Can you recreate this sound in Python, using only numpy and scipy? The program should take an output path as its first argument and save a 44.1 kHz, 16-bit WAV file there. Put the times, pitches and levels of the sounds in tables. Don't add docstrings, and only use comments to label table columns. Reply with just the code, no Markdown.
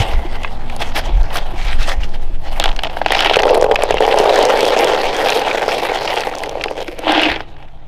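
import sys
import numpy as np
from scipy import signal
from scipy.fft import rfft, irfft, next_fast_len
from scipy.io import wavfile
from scipy.ndimage import uniform_filter1d

SR = 44100
rng = np.random.default_rng(int(sys.argv[2]) if len(sys.argv) > 2 else 0)


def log_audio(samples):
    frames = np.atleast_2d(samples).T
    limited = np.clip(frames, -1, 1)
    pcm = np.round(limited * 32767).astype(np.int16)
    wavfile.write(sys.argv[1], SR, pcm)


def to_linear_factor(level_db):
    exponent = np.asarray(level_db, float) / 20
    return 10 ** exponent


N = 347447

# t/s, level/dB
BREEZE = [(0, -30), (1.2, -28), (1.5, -27), (2.0, -34), (2.5, -30.5), (2.9, -36), (3.9, -35.5), (4.9, -46),
          (5.5, -46.5), (6.9, -43.5), (7.88, -41.5)]
# t/s, hold/s, level/dB
GUSTS = [
    (.13, 0.049, -9.5),
    (1.17, 0.0087, -2.5),
    (1.65, 0.083, -18),
    (1.79, 0.018, -12.5),
    (1.99, 0.018, -14.5),
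]
# t/s, hold/s, level/dB
SWAYS = [
    (1.8, 0.019, -8),
    (2.1, 0.26, -11),
    (2.6, 0.11, -10.5),
    (5.08, .01, -21),
]
# t/s, hold/s, level/dB
GRIP_KNOCKS = [
    (0, 0.0042, -9.5),
    (3.93, 0.032, -27),
    (7.31, 0.0098, -26),
]
# f/Hz, level/dB
YARD_SPECTRUM = [(59, -54), (100, -16), (150, -7.5), (206, -6.5), (471, -11), (705, -17), (1230, -23.5),
                 (4200, -35.5), (16000, -57)]
# t/s, level/dB
YARD_FADE = [(5.5, 4.5), (7.88, -9)]
# start t/s, end t/s, f/Hz, width/Hz, level/dB
HUMS = [
    (0, 0.504, 2030, 200, -42),
    (0.093, 1.15, 235.2, 2.7, -42),
    (4.6, 7.95, 138.3, 4.2, -48.5),
]
# t/s, level/dB
LATCH = [
    (.447, -5.5),
]
# f/Hz, level/dB, t60/s
LATCH_BAR = [(1060, 8.5, 0.0069), (1640, -8, 0.024), (2120, -2, 0.017), (2550, 1, 0.015), (3400, -7, 0.018)]

# f/Hz, level/dB, t60/s
PAN = [(435, -4, 0.04), (452, -1, 0.044), (516, 5.5, 0.034), (580, 3, 0.039), (650, -3.5, 0.037),
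       (750, -5, 0.0083), (772, -1.5, 0.032), (900, -24, 0.016)]
# f/Hz, level/dB, t60/s
SCOOP = [(554, -11, 0.047), (652, -1.5, 0.02), (705, -2, 0.018), (792, 1.5, 0.025), (830, -11.5, 0.04),
         (982, -19, 0.058)]
# f/Hz, t60/s
SCOOP_AIR = (316, 0.096)
# f/Hz, level/dB, t60/s
WALL = [(1270, -3.5, 0.012), (1556, 5, 0.0048), (1920, -2.5, 0.011), (2306, 5, 0.0047), (2650, -5.5, 0.014),
        (2970, 2, 0.0054), (3300, 1.5, 0.0068), (3820, 1, 0.004), (4370, -1, 0.0042), (5090, 3.5, 0.0026)]
# f/Hz, level/dB, t60/s
TICK = [(5900, 2.5, 0.0011), (8240, -13, 0.0023), (10700, 0, 0.0005), (13400, -26, 0.001)]

# t/s, level/dB
BUMPS = [
    (0.246, -5.5),
    (1.087, -8.5),
    (1.532, -9),
    (2.298, -17),
    (6.88, -2.5),
]
# t/s, peak level/dB
SNAPS = [(3.0816, -25), (3.12, -21.5), (3.191, -23), (3.3384, -20), (3.36, -13), (3.3954, -19),
         (3.421, -14), (3.433, -19), (3.4715, -21), (3.4907, -19), (3.5505, -11), (3.6129, -12.5),
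         (3.629, -15), (3.713, -24), (3.746, -22), (3.757, -16), (3.8205, -31), (3.833, -20), (3.9087, -12),
         (3.9425, -20), (4.006, -27), (4.0657, -13.5), (4.1607, -22), (4.1873, -9), (4.1995, -15),
         (4.267, -25), (4.242, -15), (4.359, -11), (4.428, -8), (4.453, -7.5), (4.5745, -13.5),
         (4.5927, -16), (4.607, -9), (4.6528, -8), (4.679, -11), (4.74, -19), (4.7818, -17), (4.79, -8.5),
         (4.8448, -7.5), (5.0176, -17), (5.146, -19), (5.1663, -14), (5.2276, -22), (5.3028, -8),
         (5.3515, -17), (5.395, -12), (5.785, -15), (6.207, -14), (6.435, -16), (6.459, -25), (6.494, -17),
         (6.6392, -14.5), (6.7065, -23), (6.88, -28), (7.121, -9), (7.386, -45), (1.232, -26),
         (1.8305, -19), (1.878, -19), (1.8908, -12), (2.0365, -28), (2.0914, -31.5), (2.7638, -20),
         (1.371, -11)]
# t/s, peak level/dB
THINNING = [(5.4394, -27), (5.53, -22), (5.6194, -20), (5.6391, -30), (5.7249, -25), (5.8506, -27),
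            (5.949, -18), (6.0294, -19), (6.077, -25), (6.1095, -25), (6.1593, -17), (6.2692, -25),
            (6.2967, -25), (6.353, -18), (6.385, -19), (6.3924, -25), (6.6214, -30), (6.7804, -34),
            (6.79, -33), (6.8065, -25), (6.8272, -20)]
# t/s, thud peak level/dB, tick level/dB re thud
DROPS = [(3.368, 8, -23), (3.397, 2.5, -28), (3.435, -2, -30), (3.468, 4, -30), (3.507, 3.5, -27),
         (3.576, -1.5, -17), (3.624, 5, -28), (3.712, 2.5, -33), (3.789, -3, -38), (3.836, 4.5, -16.5),
         (3.907, 5.5, -35), (3.942, 2.5, -36), (4.006, 7.5, -27), (4.052, 1, -28), (4.078, 7, -29),
         (4.142, 1, -28), (4.162, -9, -26), (4.258, 3.5, -35), (4.298, 0, -33), (4.39, 4, -22),
         (4.63, 3.5, -23), (4.665, 0, -27), (4.7654, 5, -31), (3.721, 1, -34), (3.664, -3, -31),
         (3.556, 0, -26), (3.643, 2, -21), (5.478, -3.5, -50), (5.68, -0.5, -34), (5.825, -2.5, -44),
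         (6.271, -4.5, -29), (6.659, -5, -27), (6.991, -8, -9), (7.069, -0.5, -38)]
# t/s, peak level/dB
LANDINGS = [(3.403, 2), (3.454, 4.5), (3.545, -3.5), (3.696, -7), (4.022, 0), (4.031, -3), (4.042, 1),
            (4.098, -5), (4.174, 1), (4.2, 5), (4.222, -4), (4.239, -3), (4.277, -4), (4.308, -2),
            (4.437, -5), (4.496, 0), (4.538, 0.5), (4.587, -11), (4.805, -2.5), (4.829, -9), (4.849, 0),
            (5.04, -5), (5.195, -2), (5.24, 0), (5.364, -20), (5.391, -9), (5.547, -3), (5.736, -3),
            (5.768, -6.5), (5.802, -13.5), (5.919, -3.5), (6.123, -4.5), (6.141, -6), (6.352, -9.5),
            (6.418, -9), (6.475, -10), (6.554, -7), (6.572, -12), (6.711, -6.5), (7.02, -24),
            (7.035, -10.5), (7.119, -12)]
# t/s, clack peak level/dB, clack f/Hz, thud and tick level/dB re clack
CARRY = [(0.4337, -15, 2560, -14, -12), (0.6983, -16, 2430, -19, -15), (0.7642, -21, 4360, 9, 1),
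         (0.8066, -13, 1370, 5, -9), (0.821, -7, 2500, 1, -21), (1.729, -7.5, 2420, -24, -30),
         (2.14, -25, 1460, 3, -28)]
TIPPING = [(2.5988, -0.5, 3620, 0, -6.5), (2.64, -0.5, 3100, -4, -8.5), (2.6571, -1.5, 3480, -2.5, -17),
           (2.678, -9, 3040, -4, -28), (2.7905, -5.5, 2900, -6, -31), (2.835, -2, 3020, -4.5, -13),
           (2.8691, -10, 2900, 3, -36.5), (2.897, -14.5, 2650, 4, -32.5), (2.9692, -10, 1560, 4.5, -26),
           (3.0151, -7, 1620, 7.5, -39), (3.061, 0, 2590, 5, -36), (3.1053, -3.5, 3200, 6, -41),
           (3.1208, 1, 1920, -1, -11.5), (3.1909, 1.5, 2960, -23, -23), (3.206, 3.5, 3150, -22, -13),
           (3.223, -1, 3000, -21, -22), (3.247, 0.5, 2970, -35, -20), (3.26, 1, 2880, 2.5, -23),
           (3.27, -1, 3020, -12, -22), (3.2964, 2, 2830, -1, -32), (3.311, -13.5, 2870, 19.5, -18),
           (3.3357, -1, 2970, -16, -25), (3.3895, 0.5, 2800, -3.5, -36), (3.4327, 1, 2000, -7, -31)]
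POUR = [(3.5453, -6, 1870, 1, -11), (3.7125, -2.5, 1680, -24, -25),  (3.7573, 2, 2490, -8, -21),
        (3.8218, -3.5, 2560, -3, -12), (3.9069, -3, 2430, 2.5, -27), (3.97, -5, 2050, 1, -28),
        (5.2696, -1.5, 1640, 1, -32), (5.2932, 0.5, 2630, -6, -31), (5.322, -3, 2740, -11, -25),
        (5.357, -13, 2440, -8, -9), (5.5122, -4.5, 2330, -9.5, -31), (5.58, -5.5, 2380, -16, -23),
        (6.076, -3, 2770, -24, -38), (6.1733, -4, 2370, -2.5, -35), (6.235, -7, 1920, -22, -21)]
LAST = [(6.436, -9, 1970, -17, -14), (6.4588, -17, 3240, -7, -13.5), (6.611, -6.5, 2600, -17, -31),
        (6.6386, -1, 2440, -24, -23), (6.6826, -12.5, 2620, -22, -23), (6.8804, -11, 2280, -3, -21),
        (7.078, -8, 1620, 4, -31), (7.095, -7, 3830, 9, -22), (7.1064, -5.5, 2890, 6, -20),
        (7.129, -11.5, 2380, 13, -38), (7.178, -5.5, 3050, 4.5, -40), (7.2172, -2, 1650, -18, -16),
        (7.2544, -2.5, 2530, -30, -42), (7.2984, 0, 2000, -21, -49), (7.3601, -7.5, 3240, 0.5, -46),
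        (7.4047, -9, 1600, -3, -45), (7.5653, -28.5, 1740, -10, -33), (7.6254, -28.5, 2450, -1, -44)]
# t/s, peak level/dB, f/Hz
SHAKEN = [(0.1352, -13, 1300), (0.156, -21.5, 2080), (0.3539, -17, 2030), (0.4758, -20, 2010),
          (0.919, -17, 1310), (0.964, -3, 2370), (0.9724, -8, 2400), (1.038, -21.5, 3090),
          (1.171, -37, 2600), (1.211, -25, 3650), (1.304, -19, 3120), (1.328, -20, 2620),
          (1.3395, -16, 1210), (1.3559, -1.5, 1270), (1.366, -7, 1620), (1.3855, -9, 3400),
          (1.614, -23, 3090), (1.8172, -14.5, 1270), (1.876, -22, 3000), (1.8944, -9, 3400),
          (1.917, -17, 2170), (2.0336, -14.5, 2860)]
# t/s, peak level/dB, f/Hz
STREAMING = [(3.0835, -10, 3180), (2.611, -9, 3200), (2.6195, -10, 4000), (2.625, -8, 3260),
             (2.648, -9, 3520), (2.69, -6.5, 3200), (2.7147, -14.5, 2730), (2.763, -16, 3170),
             (2.846, -7, 2900), (2.861, -24, 3800), (3.1484, 2.5, 2760), (3.3416, 1, 3060),
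             (3.358, 1.5, 2500), (3.401, -3, 1910), (3.479, -5, 1310), (3.493, -5, 2660),
             (3.6413, -4.5, 1330), (3.9236, -9, 2620), (3.982, -4.5, 2800), (4.0228, -7, 1860),
             (4.05, -4.5, 2800), (4.1125, -5, 3160), (4.1254, -4, 2760), (4.294, -8, 3850),
             (4.363, -5, 1730), (4.5072, -6, 1440), (4.647, -7, 2650), (4.836, -5, 2890),
             (4.9222, -13, 3180), (4.978, -8, 1640), (5.233, -14, 1450), (5.477, -5, 1440),
             (5.4946, -13, 2390), (5.6878, -4.5, 1390), (5.7179, -5, 2380), (5.851, -5, 1600),
             (5.9376, -7, 1970), (6.13, -11, 1900), (6.213, -10, 2580), (6.337, -11, 1330),
             (6.779, -19, 2650), (6.825, -18, 3900), (7.194, -5, 2650), (7.233, 0.5, 2780),
             (7.244, -6, 3000), (7.2685, -11, 2370), (7.3153, -3, 2090), (7.327, -10, 1560),
             (7.395, -19, 1550), (7.602, -33, 1510), (7.684, -33, 2320)]

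# t/s, collisions/per s, share landing in the pan/0-1, scoop air level/dB
FLOW = [(0, 4550, 0.09, -14.5), (2.58, 4540, 0.01, -14.5), (2.62, 470, 0.03, -15), (3.28, 1020, 0.06, -15),
        (3.4, 500, 0.76, -31), (4.0, 740, 0.6, -41), (4.4, 1590, 0.53, -12), (6.3, 630, 0.23, -12),
        (6.95, 440, 1, -4.5), (7.06, 1500, 0, -2.5), (7.4, 1200, 0.1, -1.5), (7.5, 2900, 0.1, -1),
        (7.88, 2500, 0.02, -12)]
# t/s, level/dB
SETTLING = [(0, -19), (.2, -31.5), (.62, -33), (.9, -32.5), (1.5, -31), (2.4, -43), (2.47, -36),
            (2.95, -32), (3.3, -35.5), (6.98, -32.5), (7.42, -40.5), (7.52, -41.5), (7.88, -48.5)]
# t/s, hold/s, level/dB, depth in the scoop/dB
JOLTS = [(0, 0.03, -24, -10), (.33, 0.033, -38.5, -8), (.818, 0.0071, -22.5, -2), (.8, 0.093, -32, 2),
         (.958, 0.035, -22, 0.5), (1.335, 0.051, -26, 2), (1.875, 0.051, -23.5, 2.5),
         (2.01, 0.038, -34.5, -3), (2.143, 0.013, -37.5, 0), (2.215, 0.028, -46, 5), (2.34, 0.01, -44, -4),
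         (2.605, 0.098, -34, 14.5), (2.84, 0.034, -43, 18.5), (6.77, 0.057, -34, 11)]
# t/s, hold/s, level/dB, depth in the scoop/dB
SHIFTS = [(1.05, 0.031, -34, 5), (1.22, 0.097, -44.5, 9), (1.59, 0.07, -33, -18), (1.68, 0.04, -28.5, -12),
          (1.81, 0.035, -28, -11), (2.47, 0.11, -37, 6.5)]
# t/s, hold/s, level/dB, depth in the scoop/dB
SLIDES = [
    (3.13, 0.21, -21, 3.5),
    (7.1, 0.13, -17, 3),
    (7.27, 0.059, -21, 3),
]
# t/s, level/dB, meeting pellets or lip rather than rubber/dB
STREAM = [(3.27, -78, -13), (3.42, -16.5, -34), (3.5, -8, -20), (3.62, -15, -21.5), (3.69, -14.5, -50),
          (3.8, -18, -11), (3.97, -22, -9), (4.1, -12.5, -13.5), (4.38, -10, -12), (4.65, -13.5, -9),
          (4.87, -11.5, -10), (5.15, -18.5, -7), (5.28, -14, -6.5), (5.42, -16.5, -8.5), (6.2, -20, -6),
          (6.3, -23, -11), (6.76, -29, -24), (6.98, -105, -11)]
# t/s, tick level/dB re clack
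HEAP = [(3.65, -28), (3.7, -38), (3.95, -26), (4.3, -22)]
# t/s, treble level/dB
AWAY = [(6.99, -1.5), (7.05, -6.5), (7.4, -5)]


def rms_one(x):
    return x / np.sqrt(np.mean(x ** 2) + 1e-20)


def in_time(rows):
    s, *columns = np.transpose(rows)
    return [np.interp(np.arange(N) / SR, s, c) for c in columns]


def coloured(x, spectrum):
    hz, db = np.transpose(spectrum)
    size = next_fast_len(N)
    log_hz = np.log(np.arange(size // 2 + 1) * SR / size + 1)
    return irfft(rfft(x, size) * to_linear_factor(np.interp(log_hz, np.log(hz), db)), size)[:N]


def band(x, low_hz, high_hz, order=2):
    return signal.sosfilt(signal.butter(order, [low_hz, high_hz], "band", fs=SR, output="sos"), x)


def drift(rate_hz):
    knots = rng.standard_normal(4000)
    return np.interp(np.arange(N) * rate_hz / SR, np.arange(4000), knots)


def evened(x, seconds):
    return x / np.sqrt(uniform_filter1d(x ** 2, int(seconds * SR)) + 1e-12)


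def swells(rows, rise_db_per_s, fall_db_per_s):
    t = np.arange(N) / SR
    power = np.zeros(N)
    for s, hold, db in rows:
        below_db = np.maximum((s - t) * rise_db_per_s, (t - s - hold) * fall_db_per_s)
        power += to_linear_factor(db - np.maximum(below_db, 0)) ** 2
    return np.sqrt(power)


def ring(clicks, hz, t60):
    r, w = to_linear_factor(-60 / (t60 * SR)), 2 * np.pi * hz / SR
    return signal.lfilter([0, np.sin(w)], [1, -2 * r * np.cos(w), r * r], clicks + 1e-18)


def strike(clicks, modes, spread_db, flips, patchy_db=0):
    luck = to_linear_factor(spread_db * rng.standard_normal(N)) * np.sign(rng.random(N) - flips)
    shifting_db = patchy_db * drift(rate_hz=18)
    out = np.zeros(N)
    for k, (hz, db, t60) in enumerate(modes):
        gain = to_linear_factor(db + np.roll(shifting_db, 30011 * k))
        out += ring(clicks * gain * np.roll(luck, 977 * k), hz, t60)
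    return out


def thuds(clicks, pan_share, air_db):
    pan = strike(clicks * np.sqrt(pan_share), PAN, spread_db=3.0, flips=.12)
    scoop = strike(clicks * np.sqrt(1 - pan_share), SCOOP, spread_db=3.0, flips=.12)
    boom = ring(clicks * to_linear_factor(air_db), *SCOOP_AIR)
    return band(pan, 404, 1054) + band(scoop, 510, 1214, order=3) + band(boom, 255, 428)


def chatter(noise):
    return band(strike(noise, WALL, spread_db=3.0, flips=.45), 1060, 4570)


def wind():
    brown = signal.lfilter([1], [1, -.998], rng.standard_normal((3, N)))
    parts = band(brown[0], 9.4, 18.07, order=3), band(brown[1], 18.4, 47.4, order=3), band(brown[2], 33.0, 150)
    breeze_db, = in_time(BREEZE)
    gusts = swells(GUSTS, 223, 223)
    swing = np.hypot(to_linear_factor(breeze_db + 13.5), swells(SWAYS, 71, 71))
    buffet = np.hypot(to_linear_factor(breeze_db), gusts)
    flutter = np.hypot(to_linear_factor(0.72 * breeze_db - 10.5), to_linear_factor(-17.5) * gusts)
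    flutter = np.hypot(flutter, swells(GRIP_KNOCKS, 408, 408))
    return sum(gain * evened(part, seconds=0.1) for gain, part in zip((swing, buffet, flutter), parts))


def yard():
    level_db = -44 + in_time(YARD_FADE)[0] + 1.5 * drift(rate_hz=6.7)
    return to_linear_factor(level_db) * rms_one(coloured(rng.standard_normal(N), YARD_SPECTRUM))


def hums():
    out, t = np.zeros(N), np.arange(N) / SR
    for start, end, hz, width_hz, db in HUMS:
        tone = evened(band(rng.standard_normal(N), hz - width_hz / 2, hz + width_hz / 2), seconds=0.064)
        fade = np.clip(np.minimum(t - start + 0.047, end - t) / 0.052, 0, 1)
        out += to_linear_factor(db + 2.2 * drift(rate_hz=25)) * tone * fade
    return out


def latch():
    clicks = np.zeros(N)
    for s, db in LATCH:
        clicks[round(s * SR)] = to_linear_factor(db - 5.0)
    return band(sum(ring(clicks * to_linear_factor(db), hz, t60) for hz, db, t60 in LATCH_BAR), 1020, 3000)


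def bumps():
    clicks = np.zeros(N)
    for s, db in BUMPS:
        clicks[round(s * SR)] = to_linear_factor(db - 8.0)
    return band(ring(clicks, hz=353, t60=0.044), 290, 370)


def snaps():
    t = np.arange(900) / SR
    burst = np.zeros(N + 900)
    for s, db in SNAPS + THINNING:
        burst[round(s * SR):][:900] += to_linear_factor(db + 6.5 - 60 * t / 0.0053) * rng.standard_normal(900)
    burst = burst[:N]
    return band(burst, 2700, 6710) + to_linear_factor(-12.5) * band(burst, 6400, 9700, order=1)


def rubber_landings(pan_share, air_db):
    t = np.arange(900) / SR
    low, knock, wall, high = np.zeros((4, N + 900))
    for s, db, tick_db in DROPS + [(s, db, -30.0) for s, db in LANDINGS]:
        i = round(s * SR)
        noise = rng.standard_normal(900)
        hz = 544 * to_linear_factor(1.8 * noise[0])
        low[i] += to_linear_factor(db - 14.0)
        knock[i:i + 900] += to_linear_factor(min(db, 0) - 7.5 - 60 * t / 0.018) * np.sin(2 * np.pi * hz * t)
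        wall[i:i + 900] += to_linear_factor(db - 42.0 - 60 * t / 0.01) * noise
        high[i:i + 900] += to_linear_factor(db + tick_db + 6 - 60 * t / 0.0027) * noise
    body = band(knock[:N], 370, 2300) + thuds(low[:N], pan_share, air_db)
    return body + chatter(wall[:N]) + band(high[:N], 3600, 11000)


def clear_hits(pan_share, air_db):
    plain = [(s, db, hz, -14.0, -26.0) for s, db, hz in SHAKEN + STREAMING]
    t = np.arange(900) / SR
    clack, wall, low, high, knock = np.zeros((5, N + 900))
    for s, db, hz, thud_db, tick_db in np.concatenate([CARRY, TIPPING, POUR, LAST, plain]):
        i = round(s * SR)
        noise = rng.standard_normal(900)
        t60 = 0.0075 * to_linear_factor(2.2 * noise[1])
        attack = np.minimum(t / 0.0005, 1)
        clack[i:i + 900] += to_linear_factor(db - 60 * t / t60) * attack * np.sin(2 * np.pi * hz * t)
        wall[i:i + 900] += to_linear_factor(db - 27.5 - 60 * t / 0.02) * np.minimum(t * hz / 4, 1) * noise
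        low[i] = to_linear_factor(db + thud_db - 13.5)
        scoop_knock = to_linear_factor(db + thud_db - 12.5 - 60 * t / 0.012) * np.sqrt(1 - pan_share[i])
        knock[i:i + 900] += scoop_knock * np.sin(2 * np.pi * 780 * t)
        high[i:i + 900] += to_linear_factor(db + tick_db + 5.5 - 60 * t / 0.0021) * noise
    body = band(knock[:N], 370, 2300) + thuds(low[:N], pan_share, air_db)
    return clack[:N] + body + chatter(wall[:N]) + band(high[:N], 3600, 11000)


def moves(rows, rise_db_per_s, fall_db_per_s, tick_db):
    s, hold, db, depth_db = np.transpose(rows)
    thud = swells(zip(s, hold, db + depth_db), rise_db_per_s, fall_db_per_s)
    clack = swells(zip(s, hold, db), rise_db_per_s, fall_db_per_s)
    return np.array([thud, clack, to_linear_factor(tick_db) * clack])


def vigour():
    (rest_db,), (stream_db, hard_db), (heap_db,) = in_time(SETTLING), in_time(STREAM), in_time(HEAP)
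    blend_db = np.cumsum([0, -8.5, -21.5])[:, None]
    rest = to_linear_factor(rest_db + 1.66 * drift(rate_hz=18) + blend_db)
    stream = to_linear_factor(np.cumsum([stream_db, hard_db, heap_db], axis=0))
    jolts = moves(JOLTS, 1400, 848, tick_db=-18.5)
    slides = moves(SLIDES, 230, 222, tick_db=-31)
    shifts = moves(SHIFTS, 300, 300, tick_db=-20)
    thud, clack, tick = np.sqrt(rest ** 2 + stream ** 2 + jolts ** 2 + slides ** 2 + shifts ** 2)
    return thud, clack, tick * to_linear_factor(in_time(AWAY)[0])


def rattle(per_s, pan_share, air_db):
    thud_gain, clack_gain, tick_gain = vigour()
    sizes = to_linear_factor(3.17 * np.minimum(rng.exponential(1, N), 3.6)) * rng.choice([-1, 1], N)
    clicks = sizes * (rng.random(N) < per_s * to_linear_factor(4.0 * drift(rate_hz=70)) / SR)
    dust = rng.standard_normal(N)
    thud = evened(thuds(clicks + 0.063 * dust, pan_share, air_db), seconds=0.17)
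    wall = strike(clicks + 0.11 * dust, WALL, spread_db=4.0, flips=.45, patchy_db=5.0)
    lip = ring(clicks * (1 - pan_share) * to_linear_factor(-2.0), hz=3060, t60=0.0048)
    clack = evened(band(wall + lip, 1000, 5740), seconds=0.1)
    dull = band(clack, 990, 4860, order=3)
    clack = dull + to_linear_factor(in_time(AWAY)[0]) * (clack - dull)
    tick = strike(clicks + 0.088 * dust, TICK, spread_db=3.0, flips=0.37, patchy_db=6.0)
    tick = evened(band(tick, 3400, 17400), seconds=0.14)
    return to_linear_factor(-1.5) * thud_gain * thud + to_linear_factor(1.0) * clack_gain * clack + to_linear_factor(8.5) * tick_gain * tick


def scene():
    per_s, pan_share, air_db = in_time(FLOW)
    pan_share = np.clip(pan_share, 0, 1)
    near = latch() + bumps() + snaps() + rubber_landings(pan_share, air_db)
    near = near + clear_hits(pan_share, air_db) + rattle(per_s, pan_share, air_db)
    dull = band(near, 160, 4200, order=1)
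    echoes = to_linear_factor(-19.0) * np.roll(dull, round(.0043 * SR)) + to_linear_factor(-20.5) * np.roll(dull, round(0.017 * SR))
    return (wind() + yard() + hums() + near + echoes)[None]


def low_pass(x):
    return signal.sosfilt(signal.butter(12, 16530, fs=SR, output="sos"), x)


def record(dry):
    dry = signal.sosfilt(signal.cheby2(14, 45, 16000, fs=SR, output="sos"), dry)
    mix = np.clip(dry, -1.0, 1.0)
    return low_pass(mix)


dry = scene()
out = record(dry)
log_audio(out)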